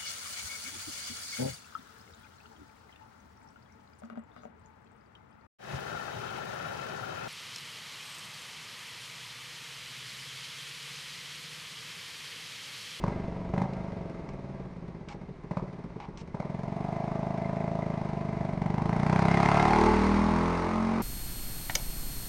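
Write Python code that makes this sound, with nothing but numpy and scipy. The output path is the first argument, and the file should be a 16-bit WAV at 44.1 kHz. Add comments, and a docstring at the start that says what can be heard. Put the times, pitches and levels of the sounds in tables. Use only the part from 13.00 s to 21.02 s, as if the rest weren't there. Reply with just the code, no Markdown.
"""A paved yard, where a one-cylinder four-stroke mini bike revs twice, idles unevenly with a few clanks,
then pulls away, passes close by and leaves with its exhaust pointing back at us.
Each firing of the engine makes a thump in the silencer, a ring and a bark in the pipe and a puff of rasp.
With the throttle shut, the piston adds a second beat and the idle pops and stumbles.
The walls echo it all over a low outdoor rumble."""
import sys
import numpy as np
from scipy import signal
from scipy.io import wavfile
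from scipy.ndimage import uniform_filter1d

SR = 44100
rng = np.random.default_rng(int(sys.argv[2]) if len(sys.argv) > 2 else 0)


def store_pcm(level_fs):
    """Save levels as 16-bit WAV."""
    pcm = np.round(np.clip(level_fs, -1, 1) * 32767).astype(np.int16)
    wavfile.write(sys.argv[1], SR, np.atleast_2d(pcm).T)


N = 353682
TIME = np.arange(N) / SR
IDLE_RATE, PULLING_RATE = 15, 26  # firings a second
USUAL_DISTANCE_M = 3

# how fast the engine runs: (time [s], firings [per s])
ENGINE_SPEED = [(0.0, 24.138), (0.13, 25.523), (0.5, 22.395), (0.64, 27.3), (.8, 26), (0.9, 24.428),
                (1.02, 22.6), (1.25, 20.804), (1.35, 19.3), (1.55, 19.35), (1.8, 16.872), (2.43, 12.51),
                (2.6, 19.153), (3.08, 15.713), (3.32, 14.992), (3.42, 20.253), (3.75, 23.941),
                (3.85, 24.75), (3.97, 26.3), (4.35, 26.48), (4.6, 27.204), (4.95, 26.614), (5.12, 25.205),
                (5.38, 25.3), (5.58, 23.045), (5.72, 24.705), (6.1, 31.285), (6.5, 35.508), (6.85, 38.994),
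                (7.05, 39.393), (7.25, 41.104), (7.42, 41.898), (7.6, 43.302), (8.02, 45.356)]
# the bike's ride: (time [s], distance [m], share heard from behind [0-1], wall echo delay [s])
BIKE_PATH = [(0, 1.77, 0, 0.025), (.7, 2.47, 0.09, 0.021), (1.3, 2.35, 0.2, 0.016), (2.1, 2.02, 0, 0.018),
             (2.6, 1.97, 0.03, 0.011), (3.6, 2.58, 0.2, 0.022), (4.5, 2.39, 0.15, 0.016),
             (5.4, 2.07, 0.08, 0.022), (5.8, 2.44, 0.14, 0.018), (6.15, 1.12, 0.07, .02),
             (6.58, 0.75, 0.26, 0.016), (6.92, 1.1, 0.83, 0.016), (7.2, 1.59, 0.97, 0.014),
             (8.02, 2.37, 0.79, 0.0075)]


def engine():
    """The firings drive the exhaust and shake the metal. Returns the low thump and the sharper sounds."""
    rate, = curves(ENGINE_SPEED)
    uneven_db = 1.3 * (IDLE_RATE / rate) ** 2  # a slow engine fires less evenly
    thump = silencer_thump(rate, uneven_db)
    burble = idle_burble(rate, uneven_db)
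    # the steep front of each gush of gas hits the pipe like a blow
    blows = -np.sqrt(lumps()) * pulses(rate, uneven_db, lead=0.00048, jitter=.00002)
    pipe = pipe_ring(blows, rate) + pipe_bark(blows)
    return thump, burble + pipe + gas_rasp(blows, rate, uneven_db) + casing_rattle(rate)


def silencer_thump(rate, uneven_db):
    """Each gush of gas leaves with a thump. With the throttle shut, the rising piston adds a beat."""
    # tone of the thump from the front, from behind, and of the piston's push: (pitch [Hz], level [dB])
    front_tone = [(25, -61), (45, -30.5), (75, -19.5), (97, -10), (120, -5), (160, -0.5), (210, -4),
                  (240, -10.5), (280, -21.5), (380, -29), (480, -43), (900, -24), (3000, -96)]
    rear_tone = [(30, -36), (85, -13.5), (122, -22.5), (160, 5), (203, 11), (228, 8.5), (260, 0.5),
                 (305, -4.5), (355, -7), (425, -9), (520, -14), (620, -5), (900, -25), (3000, -56.5)]
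    piston_tone = [(25, -63), (50, -37), (80, -12.5), (115, -5.5), (160, 5), (215, -5), (280, -15.5),
                   (400, -6.5), (520, -33), (900, -42), (3000, -88)]
    level_db, strength = loudness("thump", rate), lumps()
    gushes = strength * pulses(rate, uneven_db, lead=0.003717, jitter=.00004)
    thump = amp(level_db) * unit_level(facing(gushes, front_tone, rear_tone))
    pushes = pulses(rate, uneven_db, lead=.008 - .37 / rate, jitter=0.00047)  # about 1/3 cycle later
    second_beat = amp(level_db - 4) * colour(pushes * np.sqrt(strength), piston_tone)
    beat_share = throttle_shut() * np.clip(2 * idleness(rate), 0, 1)
    return thump * amp(-2.5 * beat_share) + beat_share * second_beat


def pipe_ring(blows, rate):
    """Each blow rings the pipe. With the throttle shut, little gas flows and a thin note rings on."""
    # the pipe's note shifts with the heat of the gas and the bike's heading: (time [s], pitch [Hz])
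    pipe_note = [(0, 606), (3.4, 609), (3.8, 696), (4.2, 668), (4.5, 660), (4.9, 652), (5.2, 660),
                 (5.5, 660), (5.75, 629), (6.2, 651), (6.55, 688), (6.66, 725), (6.72, 825), (6.87, 860),
                 (6.95, 1010), (8.02, 1083)]
    # the pipe's resonances: (multiple of that note, width [Hz], level [dB])
    pipe_modes = [(1, 68, 25), (1.08, 8.5, 1), (.92, 31, 16.5)]
    hz, = curves(pipe_note)
    _, extra_db = throttle()
    ring = sum(amp(db) * resonate(blows, hz * multiple, width) for multiple, width, db in pipe_modes)
    ring = resonate(ring, hz, width_hz=136)  # the outlet narrows the tone once more
    ring = amp(loudness("ring", rate) + extra_db) * unit_level(ring)
    thin_note = unit_level(resonate(blows, hz=660, width_hz=13))
    return ring + throttle_shut() * amp(-50.5 - 20 * idleness(rate) ** 2) * thin_note


def pipe_bark(blows):
    """The pipe barks: one tight pop with the throttle open, spreading into a flutter as it shuts."""
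    # tone of the bark from the front and from behind: (pitch [Hz], level [dB])
    front_tone = [(250, -48), (520, -34.5), (620, 0.5), (720, 4), (790, 13), (860, 3.5), (1020, 2),
                  (1200, -2.5), (1550, -20), (2050, -5.5), (2900, -29.5), (8000, -37.5)]
    rear_tone = [(130, -31.5), (280, 4.5), (430, 12.5), (520, 0), (680, -14), (830, 12.5), (920, 0.5),
                 (1050, 12.5), (1250, 3), (1500, -3.5), (2100, -36), (2900, -33), (8000, -34.5)]
    rate, = curves(ENGINE_SPEED)
    opening, _ = throttle()
    flutter = amp(-7 - 22 * opening) * puffs(blows, decay_s=.012)
    return amp(loudness("bark", rate)) * unit_level(facing(blows + flutter, front_tone, rear_tone))


def gas_rasp(blows, rate, uneven_db):
    """Gas tears past the valve, valves tick shut, chain and gears whirr. Open throttle adds a spit."""
    # tone of the rasp and of the short spit that starts a firing: (pitch [Hz], level [dB])
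    rasp_tone = [(300, -35), (900, 8), (1350, -0.5), (1750, -3.5), (2100, -1), (2500, -7), (3100, -14.5),
                 (4000, -13.5), (5200, -16.5), (6400, -20.5), (7900, -29.5), (8900, -25), (9500, -32.5),
                 (10500, -48)]
    spit_tone = [(400, -28.5), (900, -6.5), (1400, 4), (2200, 2), (2900, -8.5), (6000, -17), (10000, -37)]
    opening, _ = throttle()
    valves = pulses(rate, uneven_db + 8.5, lead=0.0059, jitter=0.00013)
    valves += pulses(rate, uneven_db - 1, lead=-0.0038, jitter=0.00036)
    whirr = amp(-18) * puffs(valves, decay_s=0.0027) + amp(-1.5) * rng.standard_normal(N)
    tear_gain = amp(-10 + 12.6 * opening)
    grit = (tear_gain * puffs(blows, decay_s=0.0097) + whirr) / np.sqrt(.5 + tear_gain ** 2)
    spit = opening ** 2 * amp(-1.5) * colour(puffs(blows, decay_s=.002), spit_tone)
    return amp(loudness("rasp", rate)) * (colour(grit, rasp_tone) + spit)


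def idle_burble(rate, uneven_db):
    """At idle, fuel burns late and raggedly, so a hollow burble follows each thump."""
    # tone of the burble: (pitch [Hz], level [dB])
    burble_tone = [(55, -11), (105, -2), (165, -6), (280, 4), (350, 0.5), (420, 9), (500, 3), (600, -34.5),
                   (1000, -21), (3000, -79)]
    late_burns = lumps() ** 2.2 * pulses(rate, uneven_db, lead=-0.0011, jitter=0.00028)
    burble = colour(late_burns + puffs(late_burns, decay_s=0.0097), burble_tone)
    return idleness(rate) * amp(loudness("thump", rate) - 17) * burble


def silencer_boom():
    """The outflowing gas pulses, smooth and deep, and the hollow silencer can growls."""
    # tones at 1, 2 and 3 times the firing rate: (level from the front [dB], level from behind [dB])
    outflow_tones = [(-9.5, -4.5), (-10, -0.5), (-10, -32)]
    # hollow tone of the can: (pitch [Hz], level [dB])
    can_tone = [(150, -37), (290, -20.5), (345, 2.5), (390, -2), (430, 3), (485, -20), (620, -45),
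                (2000, -83)]
    rate, = curves(ENGINE_SPEED)
    _, behind, _ = curves(BIKE_PATH)
    angle = 2 * np.pi * np.cumsum(rate) / SR
    outflow = np.sqrt(2) * sum(amp(front_db + (rear_db - front_db) * behind) * np.cos(multiple * angle)
                               for multiple, (front_db, rear_db) in enumerate(outflow_tones, 1))
    pushes = lumps() ** 1.5 * pulses(rate, uneven_db=1.5 + idleness(rate), lead=0.0016, jitter=0)
    side_on_db = 6 * np.exp(-((TIME - 6.84) / .18) ** 2)  # louder as the can passes side-on
    growl = amp(loudness("growl", rate) + side_on_db) * colour(pushes, can_tone)
    return amp(loudness("boom", rate)) * outflow + growl


def exhaust_cracks():
    """A full charge bursts from the pipe as a short shock, and the wall slaps it back."""
    # extra hard firings: (time [s], peak level [dB])
    hard_firings = [(.0395, -19.5), (.081, -39), (.538, -22.5), (.58, -32), (.618, -27), (2.5102, -28.5),
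                    (2.571, -22), (3.346, -32), (3.402, -25), (5.894, -24.5), (6.128, -17), (6.223, -22),
                    (6.6273, -16), (6.8635, -21)]
    # tone of a crack: (pitch [Hz], level [dB])
    crack_tone = [(50, -33), (150, -6), (500, 11), (1000, 17.5), (1400, 3), (2000, -9), (3000, -20.5),
                  (6000, -20), (10000, -47)]
    out, t = np.zeros(N), TIME[:SR // 40]
    for start, db in hard_firings:
        shock = 0.12 * np.exp(-t / 0.0013) * rng.standard_normal(len(t))
        shock[0] = -1  # one sharp spike leads the noise
        shock = colour(shock, crack_tone)
        add(out, start, amp(db) * shock / abs(shock).max())
    distance, _, _ = curves(BIKE_PATH)
    return out + amp(-3) * distance / USUAL_DISTANCE_M * delayed(out, 0.026)


def casing_rattle(rate):
    """Thin metal on the engine rings from the firings, from loose parts and from a few knocks."""
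    # the metal's resonances: (pitch [Hz], width [Hz], level [dB])
    metal_modes = [(1284, 18, -2), (1364, 33, -3.5), (1609, 36, -3), (1773, 19, -10), (2058, 71, 3.5),
                   (2485, 16, -12), (2702, 26, -17.5)]
    # knocks that stand out: (time [s], peak level [dB])
    knocks = [(4.446, -40), (4.822, -41), (6.311, -33), (6.341, -25), (6.597, -22.5), (6.862, -31)]
    ticks_per_s, knock_hz, knock_fade_s = 140, 2097, 0.059
    blows = pulses(rate, uneven_db=np.full(N, 2.5), lead=0, jitter=.0001)
    ticks = unit_level(rng.standard_normal(N) * (rng.random(N) < ticks_per_s / SR))
    shaking = blows + amp(3.5) * ticks
    ring = sum(amp(db) * resonate(shaking, hz, width) for hz, width, db in metal_modes)
    out = amp(loudness("casing", rate)) * unit_level(ring)
    t = TIME[:SR // 5]
    for start, db in knocks:
        add(out, start, amp(db - 60 * t / knock_fade_s) * np.sin(2 * np.pi * knock_hz * t))
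    return out


def lever_clanks():
    """A foot lever strikes its stop and chatters against it for a moment."""
    # the clanks: (time [s], level [dB], rattle length [s], brightness [dB per octave])
    clanks = [(.735, -56.5, 0.0037, 7.5), (1.29, -55, 0.0011, 6.5), (2.086, -48, 0.046, 6),
              (3.001, -48, 0.054, 3), (3.174, -54, 0.041, 9.5)]
    # tone of struck steel: (pitch [Hz], level [dB])
    steel_tone = [(300, 2), (900, 36), (1500, 15), (2400, 14), (3300, 4), (5500, -3), (7500, -15),
                  (8700, -20), (10000, -76)]
    # the lever's resonances: (pitch [Hz], width [Hz], level [dB])
    lever_modes = [(839, 23, -1), (2230, 53, -17)]
    out, t = np.zeros(N), TIME[:SR // 5]
    for start, db, length, bright_db in clanks:
        chatter = rng.standard_normal(len(t)) * amp(5.3 * rng.standard_normal(len(t)))
        strike = 1 + 3.3 * np.exp(-t / 0.003)
        fade = np.exp(-np.maximum(t - length, 0) / 0.008)
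        ring = sum(amp(level) * resonate(chatter, hz, width) for hz, width, level in lever_modes)
        tone = [(hz, level + bright_db * np.log2(hz)) for hz, level in steel_tone]
        add(out, start, amp(db) * strike * fade * unit_level(colour(chatter, tone) + ring))
    return out


def throttle():
    """How far the throttle is open (0-1) and how loudly the pipe rings, in each stretch of the ride."""
    # stretches of the ride: (start [s], end [s], throttle opening [0-1], change in the pipe's ring [dB])
    stretches = [(0, 0.108, 0.54, 2), (0.527, 0.632, 0.8, 5.5), (.7, 1.62, 0, 3), (2.499, 2.577, 0.76, 9),
                 (3.312, 3.404, 0.76, 12), (3.414, 3.844, 0.44, 8), (3.843, 4.929, 0.35, 10),
                 (4.929, 5.39, 0.33, 5), (5.385, 5.581, 0.49, 8.5), (5.592, 5.997, 0.78, 3),
                 (5.998, 6.5, 0.84, 2), (6.5, 6.69, 0.77, 7.5), (6.686, 6.87, 0.7, 18),
                 (6.875, 7.294, 0.46, 5), (7.302, 8.1, 0.57, -16)]
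    ramp_s = 0.018
    active = np.array([np.interp(TIME, [start, start + ramp_s, end, end + ramp_s], [0, 1, 1, 0])
                       for start, end, *_ in stretches])
    opening, ring_db = np.transpose(stretches)[2:] @ active
    return np.clip(opening, 0, 1), ring_db


def throttle_shut():
    """1 with the throttle shut, 0 once it is about a fifth open."""
    return np.clip(1 - throttle()[0] / 0.21, 0, 1)


def idleness(rate):
    """1 at idle, 0 once the engine turns fast enough to pull."""
    return np.clip((PULLING_RATE - rate) / (PULLING_RATE - IDLE_RATE), 0, 1)


def lumps():
    """The strength of the firings: usually 1, but at idle some pop harder and some nearly fail."""
    # the odd firings: (time [s], level change [dB])
    odd_firings = [(1.6, 1.5), (1.71, -4.5), (1.95, 2.5), (2.15, 0), (2.29, 1), (2.365, -9), (2.44, 2),
                   (2.625, 5), (2.845, 3), (2.905, -5), (2.965, 2.5), (3.025, -9), (3.09, 2), (3.155, -4.5),
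                   (3.215, 1.5)]
    return amp(sum(db * (abs(TIME - when) < .025) for when, db in odd_firings))


def loudness(part, rate):
    """A part's level in dB follows the throttle, engine speed, distance and heading."""
    # for each part: (level coasting at the usual distance [dB], change at full throttle [dB],
    # at idle [dB], per halving of the distance [dB], from behind [dB])
    part_levels = {"thump": (-38.5, 10.5, -8.5, 3, 3), "ring": (-52.5, 3, -13, 6.5, -6.5),
                   "bark": (-58.5, 19, -14.5, 6, 8), "rasp": (-58.5, 7.5, -8.5, 8.5, 9.5),
                   "casing": (-64, -0.5, -15.5, 13, 0.5), "boom": (-56.5, 4, -7, 9, 13.5),
                   "growl": (-49, 4, -14.5, 5.5, 7.5)}
    distance, behind, _ = curves(BIKE_PATH)
    halvings = np.log2(USUAL_DISTANCE_M / distance)
    return np.dot(part_levels[part], [np.ones(N), throttle()[0], idleness(rate), halvings, behind])


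def facing(x, front_tone, rear_tone):
    """The tone changes as the tailpipe turns toward us."""
    _, behind, _ = curves(BIKE_PATH)
    return (1 - behind) * colour(x, front_tone) + behind * colour(x, rear_tone)


def yard_echoes(x, patterns=4):
    """Scattered echoes off walls and benches; their pattern changes as the bike moves."""
    # how long the yard rings: (pitch [Hz], time to fade by 60 dB [s])
    fade_times = [(150, 0.29), (700, 0.6), (2500, 0.13), (9000, 0.14)]
    out, t = np.zeros(N), TIME[:SR // 2]
    for k in range(patterns):
        echoes = rng.choice([-1., 1.], len(t)) * (rng.random(len(t)) < 1 / 24) * (t > .008)
        hz, age, spectrum = signal.stft(echoes, SR, nperseg=256)
        _, tail = signal.istft(spectrum * amp(-60 * age / value_at(fade_times, hz)[:, None]), SR)
        crossfade = np.cos(np.pi / 2 * np.clip(TIME / TIME[-1] * (patterns - 1) - k, -1, 1))
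        out += signal.oaconvolve(x * crossfade, tail / np.linalg.norm(tail))[:N]
    return out


def outdoor_rumble():
    """Low noise that slowly swells and sinks."""
    # loudness of the rumble: (time [s], level [dB])
    rumble_levels = [(0, -39), (1.7, -48), (2.5, -50.5), (5.3, -46), (5.9, -39), (8.02, -52)]
    # its tone: (pitch [Hz], level [dB])
    rumble_tone = [(15, -12.5), (25, -13.5), (38, -3.5), (70, -5.5), (150, -13.5), (300, -11.5), (700, -23),
                   (1500, -42.5), (3000, -43.5), (6000, -56.5), (10000, -75.5)]
    level_db, = curves(rumble_levels)
    return amp(level_db) * colour(rng.standard_normal(N), rumble_tone)


def pulses(rate, uneven_db, lead, jitter):
    """One push of random size per firing, lead seconds early, wavering by jitter seconds per uneven dB."""
    firings = np.flatnonzero(np.diff(np.floor(np.cumsum(rate) / SR)))
    size, late = np.clip(rng.standard_normal((len(firings), 2)).T, -1.6, 1.6)
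    shift_s = late * jitter * uneven_db[firings] - np.broadcast_to(lead, N)[firings]
    at = np.clip(firings + np.round(shift_s * SR).astype(int), 0, N - 1)
    out = np.zeros(N)
    out[at] = amp(size * uneven_db[firings]) * np.sqrt(SR / rate[firings])
    return out


def puffs(pushes, decay_s):
    """A hiss of swirling gas swells and dies after every push, with the same power as the push."""
    keep = np.exp(-2 / (decay_s * SR))
    power = uniform_filter1d(signal.lfilter([1 - keep], [1, -keep], pushes ** 2), size=90)
    return np.sqrt(abs(power)) * rng.standard_normal(N)


def resonate(x, hz, width_hz):
    """Rings at a steady or moving pitch; the smaller the width, the longer the ring."""
    turn = np.exp(2j * np.pi * np.cumsum(np.broadcast_to(hz, len(x))) / SR)
    keep = np.exp(-np.pi * width_hz / SR)
    return np.sqrt(2 * (1 - keep ** 2)) * (turn * signal.lfilter([1], [1, -keep], x / turn)).imag


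def colour(x, tone, size=8192):
    """Gives a sound the tone in a table; plain white noise would keep its power."""
    log_gain = np.log(amp(value_at(tone, abs(np.fft.fftfreq(size, 1 / SR)))))
    taps = np.fft.ifft(np.exp(np.conj(signal.hilbert(log_gain)))).real[:size // 2]  # rings only after a hit
    return signal.oaconvolve(x, taps / np.linalg.norm(taps))[:len(x)]


def amp(db):
    """Decibels to gain."""
    return 10 ** (np.asarray(db) / 20)


def unit_level(x):
    """Scales a sound to an average power of 1."""
    return x / np.sqrt(np.mean(x ** 2) + 1e-20)


def curves(rows):
    """Turns each column after the time into a curve over the whole scene."""
    times, *columns = np.transpose(rows)
    return [np.interp(TIME, times, column) for column in columns]


def value_at(rows, hz):
    """Looks up a table at any pitch."""
    pitches, values = np.transpose(rows)
    return np.interp(np.log(hz + 1), np.log(pitches + 1), values)


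def add(mix, start_s, sound):
    """Lays a sound into the mix."""
    part = mix[max(round(start_s * SR), 0):][:len(sound)]
    part += sound[:len(part)]


def delayed(x, seconds):
    """Delays a sound by a steady or changing time."""
    return np.interp(TIME - seconds, TIME, x, left=0, right=0)


def scene():
    """The bike, the slap from the wall behind it and the yard, heard at one point."""
    thump, sharp = engine()
    distance, behind, echo_s = curves(BIKE_PATH)
    wall_gain = amp(-8.5 - 1.5 * throttle()[0])  # the slap stands out most with the throttle shut
    slap = wall_gain * delayed(.6 * thump + .8 * sharp, echo_s)
    bike = (thump + sharp + slap) / np.sqrt(1 + wall_gain ** 2 / 2)
    hits = exhaust_cracks() + lever_clanks()
    boom = silencer_boom()
    yard_gain = np.sqrt(wall_gain * distance / USUAL_DISTANCE_M) * amp(-4.5 + 3.5 * behind)
    echoes = yard_echoes(yard_gain * (.5 * thump + sharp) + amp(-15.5) * hits)
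    mono = bike + boom + hits + echoes + outdoor_rumble()
    return np.array([mono, mono])


def record(dry):
    """The microphone rounds off the loudest peaks and loses the highest treble."""
    ceiling, top_hz = .34, 10550
    squashed = dry / (1 + (dry / ceiling) ** 6) ** (1 / 6)
    treble_cut = signal.firwin(401, top_hz, window=("kaiser", 9), fs=SR)
    return signal.oaconvolve(squashed, treble_cut[None], "same")


dry = scene()
out = record(dry)
store_pcm(out)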